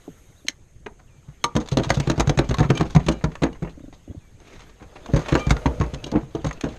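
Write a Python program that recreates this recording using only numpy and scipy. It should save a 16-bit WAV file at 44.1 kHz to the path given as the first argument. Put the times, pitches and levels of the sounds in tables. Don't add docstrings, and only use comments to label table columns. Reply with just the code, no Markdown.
import sys
import numpy as np
from scipy import signal
from scipy.io import wavfile
from scipy.ndimage import uniform_filter1d, minimum_filter1d

SR = 44100
rng = np.random.default_rng(int(sys.argv[2]) if len(sys.argv) > 2 else 0)


def natural_amplitude(level_db):
    exponent = np.asarray(level_db, float) / 20
    return 10 ** exponent


def log_audio(samples):
    frames = np.atleast_2d(samples).T
    limited = np.clip(frames, -1, 1)
    pcm = np.round(limited * 32767).astype(np.int16)
    wavfile.write(sys.argv[1], SR, pcm)


N = 298998

# start [s], lid [dB], panels [dB], clap [dB].
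FLANK = [(1.285, -35, -52, -59), (1.443, -31, -24, -56), (1.553, -16, -23, -36), (1.721, -14, -22, -50),
         (1.868, -23, -33, -53), (1.972, -16, -25, -31), (2.074, -13, -22, -32), (2.179, -18, -21, -33),
         (2.274, -14, -27, -33), (2.375, -13, -33, -29), (2.492, -17, -29, -39), (2.585, -19, -26, -23),
         (2.694, -16, -31, -39), (2.798, -16, -27, -32), (2.9505, -14, -28, -19), (3.065, -18, -36, -35),
         (3.241, -16, -18, -22), (3.4215, -15, -17, -28), (3.624, -20, -24, -44), (5.1365, -12, -17, -31),
         (5.323, -10, -15, -26), (5.468, -18, -24, -39), (5.6585, -13, -13, -24), (5.801, -18, -26, -44),
         (5.934, -25, -32, -51), (6.123, -36, -23, -53), (6.3505, -25, -18, -46), (6.4455, -25, -17, -32),
         (6.6385, -23, -20, -33)]
# start [s], lid [dB], panels [dB], clap [dB], spray [dB].
TAIL = [(0.863, -52, -34, -28, -45), (1.565, -26, -11, -21, -23), (1.772, -14, -8, -22, -25),
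        (1.796, -18, -17, -30, -41), (1.9045, -21, -17, -4, -14), (2.0, -19, -21, -21, -23),
        (2.099, -15, -13, -16, -20), (2.198, -21, -11, -22, -22), (2.295, -18, -14, -20, -23),
        (2.3895, -18, -10, -13, -19), (2.509, -19, -17, -24, -33), (2.604, -11, -10, -31, -36),
        (2.7035, -7, -14, -15, -25), (2.809, -12, -14, -22, -32), (2.963, -5, -18, -13, -27),
        (3.085, -14, -11, -21, -24), (3.435, -27, -11, -16, -26), (3.6475, -34, -31, -42, -66),
        (5.162, -21, -16, -33, -35), (5.3525, -34, -15, -14, -28), (5.507, -14, -16, -17, -21),
        (5.8125, -17, -22, -28, -43), (6.1535, -20, -11, -45, -62), (6.464, -21, -33, -41, -42)]
# start [s], lid [dB], panels [dB].
REBOUNDS = [(0.8, -48, -64), (1.61, -40, -30), (2.134, -42, -29), (2.415, -32, -29), (2.651, -18, -31),
            (2.751, -38, -26), (2.852, -30, -34), (3.121, -38, -29), (3.281, -26, -38), (3.517, -39, -40),
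            (3.673, -38, -34), (4.817, -47, -37), (4.958, -48, -42), (5.09, -56, -25), (5.188, -28, -37),
            (5.278, -50, -33), (5.564, -30, -34), (5.709, -32, -26), (5.779, -36, -38), (5.859, -37, -29),
            (5.955, -37, -37), (6.036, -37, -30), (6.064, -38, -29), (6.135, -28, -18), (6.228, -28, -41),
            (6.386, -35, -35), (6.663, -28, -23), (6.708, -40, -40)]
# start [s], clap [dB], spray
# [dB].
TICKS = [(0.4679, -48, -39), (0.502, -57, -40), (1.661, -34, -40), (1.6755, -38, -42), (1.6868, -33, -30),
         (2.116, -23, -34), (2.2057, -17, -20), (2.5436, -20, -27), (2.5942, -25, -33), (2.7752, -21, -22),
         (2.83, -34, -46), (3.03, -44, -52), (3.3543, -28, -39), (3.5296, -44, -49), (3.9278, -44, -54),
         (4.402, -50, -52), (4.5944, -44, -49), (4.6056, -49, -48), (5.0608, -35, -41), (5.4963, -20, -28),
         (5.5671, -27, -39), (5.9455, -38, -36), (6.0417, -43, -29), (6.1164, -36, -33), (6.5112, -24, -41),
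         (6.5292, -47, -38), (6.6106, -29, -29), (6.689, -46, -43), (1.5545, -30, -38), (1.785, -30, -34),
         (1.845, -36, -38), (1.923, -36, -38), (2.0717, -40, -36), (2.2747, -40, -35), (2.375, -38, -33),
         (2.4912, -38, -33), (2.571, -40, -42), (3.0649, -42, -36), (3.7244, -62, -61), (3.795, -52, -62),
         (4.19, -62, -62), (4.635, -52, -56), (5.3193, -40, -40), (5.343, -40, -34), (5.4669, -45, -37),
         (5.7473, -52, -54), (5.7997, -40, -42), (5.8635, -50, -46), (5.9389, -42, -38), (6.2142, -52, -53),
         (6.31, -52, -55), (6.3514, -45, -42), (6.4183, -52, -50), (6.4462, -40, -36), (6.49, -42, -48),
         (6.6398, -44, -41)]
# start [s], clap [dB], spray [dB].
SMEARS = [(0.992, -57, -72), (1.6014, -43, -43), (1.7152, -40, -38), (1.8339, -35, -38), (1.8931, -34, -34),
          (1.9404, -41, -36), (2.628, -26, -45), (2.7513, -44, -44), (2.8999, -45, -45), (3.1148, -42, -41),
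          (3.455, -37, -54), (3.6722, -44, -77), (3.695, -65, -58), (3.936, -56, -57), (4.6184, -49, -57),
          (4.693, -55, -61), (4.8, -50, -70), (4.8227, -47, -62), (4.956, -41, -55), (5.1919, -39, -46),
          (5.259, -33, -47), (5.2845, -28, -37), (5.3916, -38, -42), (5.8373, -40, -59), (6.0634, -49, -47),
          (2.995, -38, -50), (3.21, -46, -66), (3.3154, -47, -57), (3.548, -47, -66), (5.1167, -52, -56),
          (5.215, -42, -48), (6.72, -50, -55)]
# time [s], lid pitch [Hz], hull share [dB].
GRIP = [(0, 166, -12), (1.5, 138, -12), (2.5, 138, -8), (2.7, 145, -19), (3.1, 160.7, -6), (3.6, 161, -13),
        (5, 143.7, -7), (5.9, 136.8, -1), (6.22, 140, -21), (6.78, 153, -2)]
# frequency [Hz], level [dB], T60 [s].
PANEL_MODES = [(230, -1.5, 0.079), (285, -1, 0.077), (339.5, -3, 0.083), (430.8, -4, .08),
               (508.9, -5, 0.08), (647.5, -9, .07), (788, -13.5, 0.062), (935, -13, 0.059),
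               (1180, -17, 0.045)]
# frequency [Hz], level [dB].
CLAP_COLOUR = [(300, -38), (600, 4), (1000, 3.5), (1500, -1.5), (2100, -3.5), (2800, -10), (4000, -45),
               (9000, -85)]
# frequency [Hz], level [dB].
SPRAY_COLOUR = [(1500, -41), (2600, -1), (4000, 2), (4800, -6), (6300, -7), (8000, -13), (10000, -25),
                (12000, -26), (14900, -52)]
# start [s], level [dB],
# frequency [Hz], T60 [s].
POPS = [(.864, -38, 1900, .02), (1.566, -24, 1000, .04), (1.905, -20, 2050, .015), (2.39, -24, 3750, .025),
        (2.39, -26, 1580, .03), (2.544, -33, 1100, .04), (2.704, -22, 720, .04), (2.773, -26, 3050, .025),
        (2.81, -28, 1550, .03), (2.962, -20, 720, .045), (3.086, -24, 600, .05), (3.435, -28, 2000, .03),
        (3.53, -44, 2900, .03), (5.354, -26, 1150, .04), (5.507, -26, 2200, .02), (5.507, -28, 3750, .025),
        (5.567, -34, 1400, .04), (5.612, -54, 2094, .2), (5.657, -14, 930, .028), (5.69, -33, 465, .25),
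        (5.812, -28, 1100, .05), (6.042, -38, 3900, .018), (6.042, -40, 2750, .018), (6.06, -38, 581, .3),
        (6.117, -34, 4250, .014), (6.512, -36, 1950, .03), (6.512, -36, 1000, .03), (6.69, -48, 4000, .025),
        (5.392, -43, 1217, .5), (5.39, -50, 4740, .12), (3.11, -50, 4740, .08), (1.443, -20, 1180, .045),
        (1.45, -29, 940, .07), (5.985, -52, 2600, .1), (1.774, -17, 370, .06), (1.567, -19, 300, .05),
        (.864, -32, 430, .06), (5.36, -24, 520, .12), (6.465, -46, 3400, .03), (2.6, -26, 1750, .03)]
# frequency [Hz], T60 [s].
HOLLOW_DECAY = [(50, 0.27), (130, 0.22), (350, 0.22), (920, 0.19), (2400, 0.068), (6400, 0.078),
                (14000, 0.039)]
# frequency [Hz], level [dB].
RIM_COLOUR = [(150, -20), (350, -3), (600, 0), (1000, -3), (1600, -10), (2600, -20), (5000, -36),
              (9000, -60)]
# frequency [Hz], level [dB], T60 [s].
HOOK_MODES = [(1217, -3, .39), (2356, 0, .5), (3110, -10, .5), (3610, -19, .2), (4740, -14, .15)]
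# frequency [Hz], level [dB], T60 [s].
SNAP_MODES = [(1580, 0, .3), (2885, 0, .35), (3880, -5, .35), (4060, -7, .3)]
# start [s], level [dB], time until damped [s], snap link [dB], swivel [dB].
SHAKES = [(1.47, -66, .05, -6, -12), (2.409, -50, .07, -12, -12), (2.75, -40, .085, -18, 1),
          (3.114, -54, .09, 3, -6), (3.47, -64, 0.089, -4, -9), (5.39, -38, 0.11, -19, -12),
          (5.61, -66, .045, 6, -3), (5.75, -60, .04, -10, -9), (6.064, -54, 0.055, 1, -6),
          (2.374, -55, .02, -9, 19), (6.528, -62, .015, -9, 20), (6.485, -62, .03, -9, 12)]
# frequency [Hz], level [dB], T60 [s].
BAIL_MODES = [(2110, 0, .008), (3000, -4, .006), (4150, -2, .007), (5450, -6, .007), (6300, -7, .008),
              (7900, -13, .005), (11500, -10, .0018)]
# frequency [Hz], level [dB], T60 [s].
BUTT_MODES = [(940, -6, .025), (1180, 0, .018), (2300, -4, .012), (3900, -4, .012), (8300, -9, .008),
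              (10600, -9, .004)]
# start [s], bail [dB], butt [dB].
CLICKS = [
    (.4826, -24, -60),
    (.4846, -10, -45),
    (.488, -24, -50),
    (1.4408, -13, -28),
    (1.4432, -16, -13),
    (1.448, -19, -28),
]
# time of peak [s], peak [dB], frequency [Hz].
KNOCKS = [(.082, -25, 330), (.093, -33, 220), (.105, -38, 170), (.453, -33, 285), (.496, -33, 280),
          (3.7795, -32, 270), (3.808, -33, 275), (3.8435, -30, 270), (3.8845, -32, 275), (3.93, -38, 300),
          (4.0815, -31, 290), (4.1015, -30, 200), (4.107, -25, 80), (4.114, -30, 280), (4.151, -31, 290),
          (4.1775, -27, 85), (6.158, -12, 290), (6.175, -15, 270)]
# frequency [Hz], width [Hz], level [dB].
SEAL_TONES = [(490, 45, 0), (590, 60, -5), (1220, 70, -16)]
# frequency [Hz], level [dB].
SLEEVE_COLOUR = [(300, -12), (800, -6), (2000, 0), (3500, -2), (6000, -9), (10000, -22), (14000, -45)]
# start [s], length [s], first pitch [Hz], last pitch [Hz], level [dB].
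BIRDS = [(.36, .035, 3450, 3980, -63), (.395, .023, 3950, 3455, -65), (.418, .018, 3455, 3950, -68),
         (1.065, .135, 3620, 2340, -68), (3.835, .035, 3820, 3500, -69), (4.2, .1, 2719, 2290, -66),
         (6.24, .05, 2650, 2370, -69), (6.385, .035, 4100, 2900, -59), (.26, .035, 2350, 2050, -70),
         (1.32, .035, 2950, 2850, -71), (3.935, .02, 3900, 3800, -64), (4.075, .02, 2800, 2950, -70),
         (4.105, .022, 3250, 3380, -66), (6.585, .02, 3100, 2600, -64), (.32, .016, 2350, 1750, -63),
         (.25, .08, 3650, 3750, -72), (1.415, .018, 3300, 3250, -62), (1.46, .08, 2550, 2300, -64),
         (1.345, .035, 2150, 1850, -70), (3.805, .028, 3400, 3900, -71), (4.345, .045, 2050, 2500, -70)]
# time [s], scuffing [dB], wind and hull rumble [dB].
STIR = [(0, -60, -52), (.53, -68, -53), (.8, -70, -47), (1.4, -64, -54), (1.9, -50, -41), (2.75, -51, -43),
        (3.2, -57, -45), (3.75, -65, -46), (4.38, -65, -52), (4.47, -55, -49), (4.62, -55, -49),
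        (4.74, -63, -52), (5.02, -58, -48), (5.38, -47, -45), (5.7, -58, -43), (6.15, -56, -43),
        (6.28, -60, -46), (6.5, -54, -44)]
# frequency [Hz], level [dB].
AIR_COLOUR = [(3300, -9), (4700, -13), (5500, -8), (6400, 0), (8000, 0), (9500, -2), (11000, -13),
              (13000, -7), (14900, -8)]
# frequency [Hz], level [dB].
FIZZ_COLOUR = [(8000, -40), (9400, -4), (10200, -5), (11500, -2), (12600, -2), (13800, -6), (14700, -18)]
# frequency [Hz], level [dB].
SCUFF_COLOUR = [(150, -4), (300, 6.5), (600, 0), (1000, -5), (2000, -7), (3800, -11), (7500, -26),
                (12500, -60)]
# frequency [Hz], level [dB].
WIND_COLOUR = [(12, -8), (32, 5), (60, -9), (120, -22), (250, -33), (500, -37), (1200, -78)]

LID_T60_S, HULL_HZ, HULL_T60_S, DECK_TO_HULL_DB = .058, 56, .14, -3
SLAP_T60_S, HARD_DB, SHORTER_PER_DB = .027, -20, .03
FLANK_SPRAY_DB, FRESH_S, DRYING_DB_PER_S, TIRING_PER_S = -7.5, 2, -1.6, .13
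TICK_T60_S, SMEAR_T60_S, SMEAR_HOLD = .021, .058, 1.7
SLAP_PATCHES_DB, AIR_PATCHES_DB = 1.5, .7
HOLLOW_DB = -12
RIM_DB, RIM_T60_S, RIM_RISE_S = -18, .16, .008
SWIVEL_HZ, SWIVEL_T60_S = 6430, .05
SEAL_S, SEAL_SPREAD_S, SEAL_DB = 5.55, .45, -40.5
SLEEVE_S, SLEEVE_SPREAD_S, SLEEVE_DB = 4.53, .09, -59
GLIDE_S = .018
AIR_DB, AIR_PER_STIR, FIZZ_HZ, FIZZ_DB = -66.3, .2, 9600, -77
EARLY_HISS_DB, EARLY_HISS_END_S = 3.5, .47
PORT_HZ, PORT_WIDTH_HZ, PORT_DB, ROLL_OFF_HZ = 6450, 300, 7, 13800
THIN_FROM_HZ, EDGE_HZ, EDGE_SPREAD_HZ, KEEP_DB, OPEN_DB = 9500, 13800, 500, 2, 9


def read(points, hz):
    f, value = np.transpose(points)
    return np.interp(np.log(hz + 1), np.log(f + 1), value)


def add(mix, start_s, sound):
    part = mix[round(start_s * SR):][:len(sound)]
    part += sound[:len(part)]


def hiss(colour, patchy_db):
    frames, hz = N // 128 + 9, np.fft.rfftfreq(512, 1 / SR)
    real, imag, patches = rng.standard_normal((frames, 257, 3)).T
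    patches = uniform_filter1d(uniform_filter1d(patches, size=6, axis=0), size=10, axis=1)
    level_db = read(colour, hz)[:, None] + patchy_db * patches / patches.std()
    x = signal.istft((real + 1j * imag) * natural_amplitude(level_db), nperseg=512, noverlap=384)[1][512:][:N]
    return x / x.std()


def grains(*sizes):
    x = rng.standard_normal(N)
    for size in sizes:
        x = uniform_filter1d(x, size=size)
    return x / x.std()


def bell(centre_s, spread_s):
    return np.exp(-((np.arange(N) / SR - centre_s) / spread_s) ** 2)


def ring(t, hz, t60_s, rise_s, phase, smother=1):
    worn = (t + 1 / SR) / t60_s
    tone = np.sqrt(2) * np.sin(2 * np.pi * hz * t + phase)
    return tone * natural_amplitude(-60 * worn ** smother) * (1 - np.exp(-t / rise_s))


def blows():
    return [row[:3] for row in FLANK + TAIL + REBOUNDS]


def contacts():
    flops = [(s, db, db + FLANK_SPRAY_DB + DRYING_DB_PER_S * (s - FRESH_S)) for s, _, _, db in FLANK]
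    flops += [(s, db, spray_db) for s, _, _, db, spray_db in TAIL]
    rows = []
    for s, db, spray_db in flops:
        longer = SHORTER_PER_DB * (HARD_DB - db) + TIRING_PER_S * (s - FRESH_S)
        rows.append((s, db, spray_db, SLAP_T60_S * np.exp(longer), 1))
    rows += [(*row, TICK_T60_S, 1) for row in TICKS]
    rows += [(s, db - 4.5, spray_db - 4, SMEAR_T60_S, SMEAR_HOLD) for s, db, spray_db in SMEARS]
    return rows


def thuds():
    out, t = np.zeros(N), np.arange(SR // 7) / SR
    hz, db, t60_s = np.transpose(PANEL_MODES)[:, :, None]
    grip_s, grip_hz, grip_db = np.transpose(GRIP)
    chance = rng.standard_normal((len(blows()), 3, len(PANEL_MODES), 1))
    for (s, lid_db, panel_db), (spot, detune, phase) in zip(blows(), chance):
        lid_hz = np.interp(s, grip_s, grip_hz)
        share_db = np.interp(s, grip_s, grip_db)
        hull_db = share_db + 20 * np.log10(np.hypot(natural_amplitude(lid_db), natural_amplitude(panel_db + DECK_TO_HULL_DB)))
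        lid = ring(t, lid_hz, LID_T60_S, .0031, 2.17, smother=1.6)
        hull = ring(t, HULL_HZ * (1 + .056 * detune[0]), HULL_T60_S, .0069, .5, smother=1.4)
        modes = ring(t, hz * (1 + .05 * detune), t60_s, .0016, 3 * phase, smother=1.2)
        panels = (natural_amplitude(db + 2.5 * spot) * modes).sum(0)
        add(out, s - .002, natural_amplitude(lid_db + 1.5) * lid + natural_amplitude(hull_db + 1.6) * hull + natural_amplitude(panel_db - 6) * panels)
    return out


def slaps():
    clap, spray, t = np.zeros(N), np.zeros(N), np.arange(SR // 10) / SR
    for s, clap_db, spray_db, t60_s, hold in contacts():
        t60_s = np.clip(t60_s, .004, .07)
        clap_fall_db = -60 * (t / (1.177 * t60_s)) ** hold
        spray_fall_db = -60 * (t / (1.037 * t60_s)) ** hold
        add(clap, s - .0015, natural_amplitude(clap_db + 4 + clap_fall_db) * (1 - np.exp(-t / .0012)) ** 2)
        add(spray, s - .0015, natural_amplitude(spray_db + 4 + spray_fall_db) * (1 - np.exp(-t / .0011)) ** 2)
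    grit = natural_amplitude(3.6 * grains(22, 15))
    return grit * (clap * hiss(CLAP_COLOUR, SLAP_PATCHES_DB) + spray * hiss(SPRAY_COLOUR, SLAP_PATCHES_DB))


def pops():
    out, t = np.zeros(N), np.arange(SR // 12) / SR
    fade = np.cos(np.pi / 2 * t / t[-1])
    for s, db, hz, t60_s in POPS:
        add(out, s, natural_amplitude(db) * ring(t, hz, t60_s, .001, 0, smother=1.3) * fade)
    return out


def hollow(x):
    taps = rng.choice([-1., 1.], (3, SR // 2)) * (rng.random((3, SR // 2)) < 1 / 20)
    hz, t, z = signal.stft(taps, SR, nperseg=512)
    decay = natural_amplitude(-60 * t / read(HOLLOW_DECAY, hz)[:, None])
    tails = signal.istft(z * decay, SR, nperseg=512)[1]
    turn = 2 * np.pi * (np.arange(N) / SR * 3.1 + np.arange(3)[:, None] / 3)
    return signal.fftconvolve(x * np.cos(turn), tails / np.linalg.norm(tails[0]), axes=1).sum(0)[:N]


def shudder():
    level, t = np.zeros(N), np.arange(SR // 5) / SR
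    for s, _, panel_db in blows():
        add(level, s, natural_amplitude(panel_db + RIM_DB - 60 * t / RIM_T60_S) * (1 - np.exp(-t / RIM_RISE_S)))
    return level * natural_amplitude(3.5 * grains(90, 60)) * hiss(RIM_COLOUR, patchy_db=2.5)


def hook():
    out = np.zeros(N)
    chance = rng.standard_normal((len(SHAKES), len(HOOK_MODES + SNAP_MODES) + 1, 2))
    for (s, shake_db, length_s, snap_db, swivel_db), spots in zip(SHAKES, chance):
        t = np.arange(0, length_s, 1 / SR)
        modes = HOOK_MODES + [(hz, db + snap_db, t60_s) for hz, db, t60_s in SNAP_MODES]
        modes = modes + [(SWIVEL_HZ, swivel_db, SWIVEL_T60_S)]
        lines = np.zeros(len(t))
        for (hz, db, t60_s), (spot, phase) in zip(modes, spots):
            beat = 1 + .25 * np.sin(2 * np.pi * (18 + 6 * spot) * t + 5 * phase)
            lines += natural_amplitude(db + 1.2 * spot) * ring(t, hz, t60_s, .0026, 3 * phase) * beat
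        add(out, s, natural_amplitude(shake_db) * lines * np.minimum((length_s - t) / .015, 1))
    return out


def reel():
    out, t = np.zeros(N), np.arange(SR // 10) / SR
    phases = 2 * np.pi * rng.random((len(CLICKS), len(BAIL_MODES)))
    for (s, bail_db, butt_db), phase in zip(CLICKS, phases):
        bail = sum(natural_amplitude(db) * ring(t, hz, t60_s, .0002, p) for (hz, db, t60_s), p in zip(BAIL_MODES, phase))
        butt = sum(natural_amplitude(db) * ring(t, hz, t60_s, .0003, p) for (hz, db, t60_s), p in zip(BUTT_MODES, phase))
        add(out, s, natural_amplitude(bail_db) * bail + natural_amplitude(butt_db) * butt)
    return out


def knocks():
    out, t = np.zeros(N), np.arange(-SR // 50, SR // 50) / SR
    for s, db, hz in KNOCKS:
        inward = -1 if hz > 150 else 1
        base = np.cos(2 * np.pi * hz * t) * np.exp(-(t * hz / .8) ** 2)
        overtone = natural_amplitude(-8) * np.sin(2 * np.pi * 1.9 * hz * t) * np.exp(-((t + .002) * hz / .5) ** 2)
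        swing = natural_amplitude(db) * inward * (base + overtone)
        add(out, s + t[0], swing)
        add(out, s + t[0] + .007, natural_amplitude(-9) * swing)
    return out


def groan():
    rub = rng.standard_normal(N)
    tones = sum(natural_amplitude(db) * signal.lfilter(*signal.iirpeak(hz, hz / width_hz, SR), rub)
                for hz, width_hz, db in SEAL_TONES)
    return natural_amplitude(SEAL_DB) * bell(SEAL_S, SEAL_SPREAD_S) * tones / tones.std()


def sleeve():
    return natural_amplitude(SLEEVE_DB) * bell(SLEEVE_S, SLEEVE_SPREAD_S) * hiss(SLEEVE_COLOUR, patchy_db=2.5)


def birds():
    out = np.zeros(N)
    for s, length_s, first_hz, last_hz, db in BIRDS:
        t = np.arange(0, length_s, 1 / SR)
        end = np.exp(-length_s / GLIDE_S)
        left = (np.exp(-t / GLIDE_S) - end) / (1 - end)
        pitch_hz = last_hz + (first_hz - last_hz) * left
        tone = np.sqrt(2) * np.sin(2 * np.pi * np.cumsum(pitch_hz) / SR)
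        add(out, s, natural_amplitude(db - 2.5) * tone * signal.windows.tukey(len(t), .2))
    return out


def background():
    s, *levels = np.transpose(STIR)
    t = np.arange(N) / SR
    scuff_db, wind_db = (np.interp(t, s, db) for db in levels)
    stir_db = scuff_db + 60
    early = np.clip((EARLY_HISS_END_S - t) / .06 + .5, 0, 1)
    air_db = AIR_DB + AIR_PER_STIR * stir_db + EARLY_HISS_DB * early
    tugs_db = .4 * np.maximum(stir_db, 0) * grains(600)
    low_pass = signal.butter(4, FIZZ_HZ, fs=SR, output="sos")
    near = signal.sosfiltfilt(low_pass, hiss(AIR_COLOUR, AIR_PATCHES_DB))
    air = natural_amplitude(air_db - 1.5 + .6 * tugs_db) * near
    fizz = natural_amplitude(FIZZ_DB + 8 * early + .35 * stir_db) * hiss(FIZZ_COLOUR, patchy_db=3)
    scuff = natural_amplitude(scuff_db + tugs_db + 4.5) * hiss(SCUFF_COLOUR, patchy_db=2.6)
    wind = natural_amplitude(wind_db + .2) * hiss(WIND_COLOUR, patchy_db=2.2)
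    return air + fizz + scuff + wind


def scene():
    hits = thuds() + slaps() + reel() + pops()
    handling = shudder() + hook() + knocks() + groan() + sleeve()
    return (hits + natural_amplitude(HOLLOW_DB) * hollow(hits) + handling + birds() + background())[None]


def thin(x):
    hz, _, z = signal.stft(x, SR, nperseg=2048, noverlap=1536)
    top, held, bins = hz > THIN_FROM_HZ, np.arange(z.shape[1]) // 5, np.arange(len(hz))
    chance = rng.standard_normal((held[-1] + 1, len(hz)))[held].T
    strips = chance[bins // 3] > -.4
    patches = chance[bins // 14 + 400] > -1.45
    power = abs(z[top]).mean(0)
    hit = power > natural_amplitude(OPEN_DB) * minimum_filter1d(power, size=9)
    loud = power > 2 * natural_amplitude(OPEN_DB) * np.median(power)
    edge_hz = EDGE_HZ + EDGE_SPREAD_HZ * np.clip(chance[0], -3, 1.7) + 3000 * loud
    gain = np.where(~top[:, None] | hit, 1, natural_amplitude(KEEP_DB) * (strips & patches))
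    keep = gain * (hz[:, None] < edge_hz)
    return signal.istft(z * keep, SR, nperseg=2048, noverlap=1536)[1][:N]


def top_cut(x):
    return signal.sosfilt(signal.butter(12, 15020, fs=SR, output="sos"), x)


def record(dry):
    rounded = 1.3 * np.tanh(dry / 1.3)
    port = signal.lfilter(*signal.iirpeak(PORT_HZ, PORT_HZ / PORT_WIDTH_HZ, SR), rounded)
    roll_off = signal.firwin(41, ROLL_OFF_HZ, fs=SR)[None]
    heard = signal.oaconvolve(rounded + natural_amplitude(PORT_DB) * port, roll_off, "same")
    return top_cut(thin(heard[0])[None])


dry = scene()
out = record(dry)
log_audio(out)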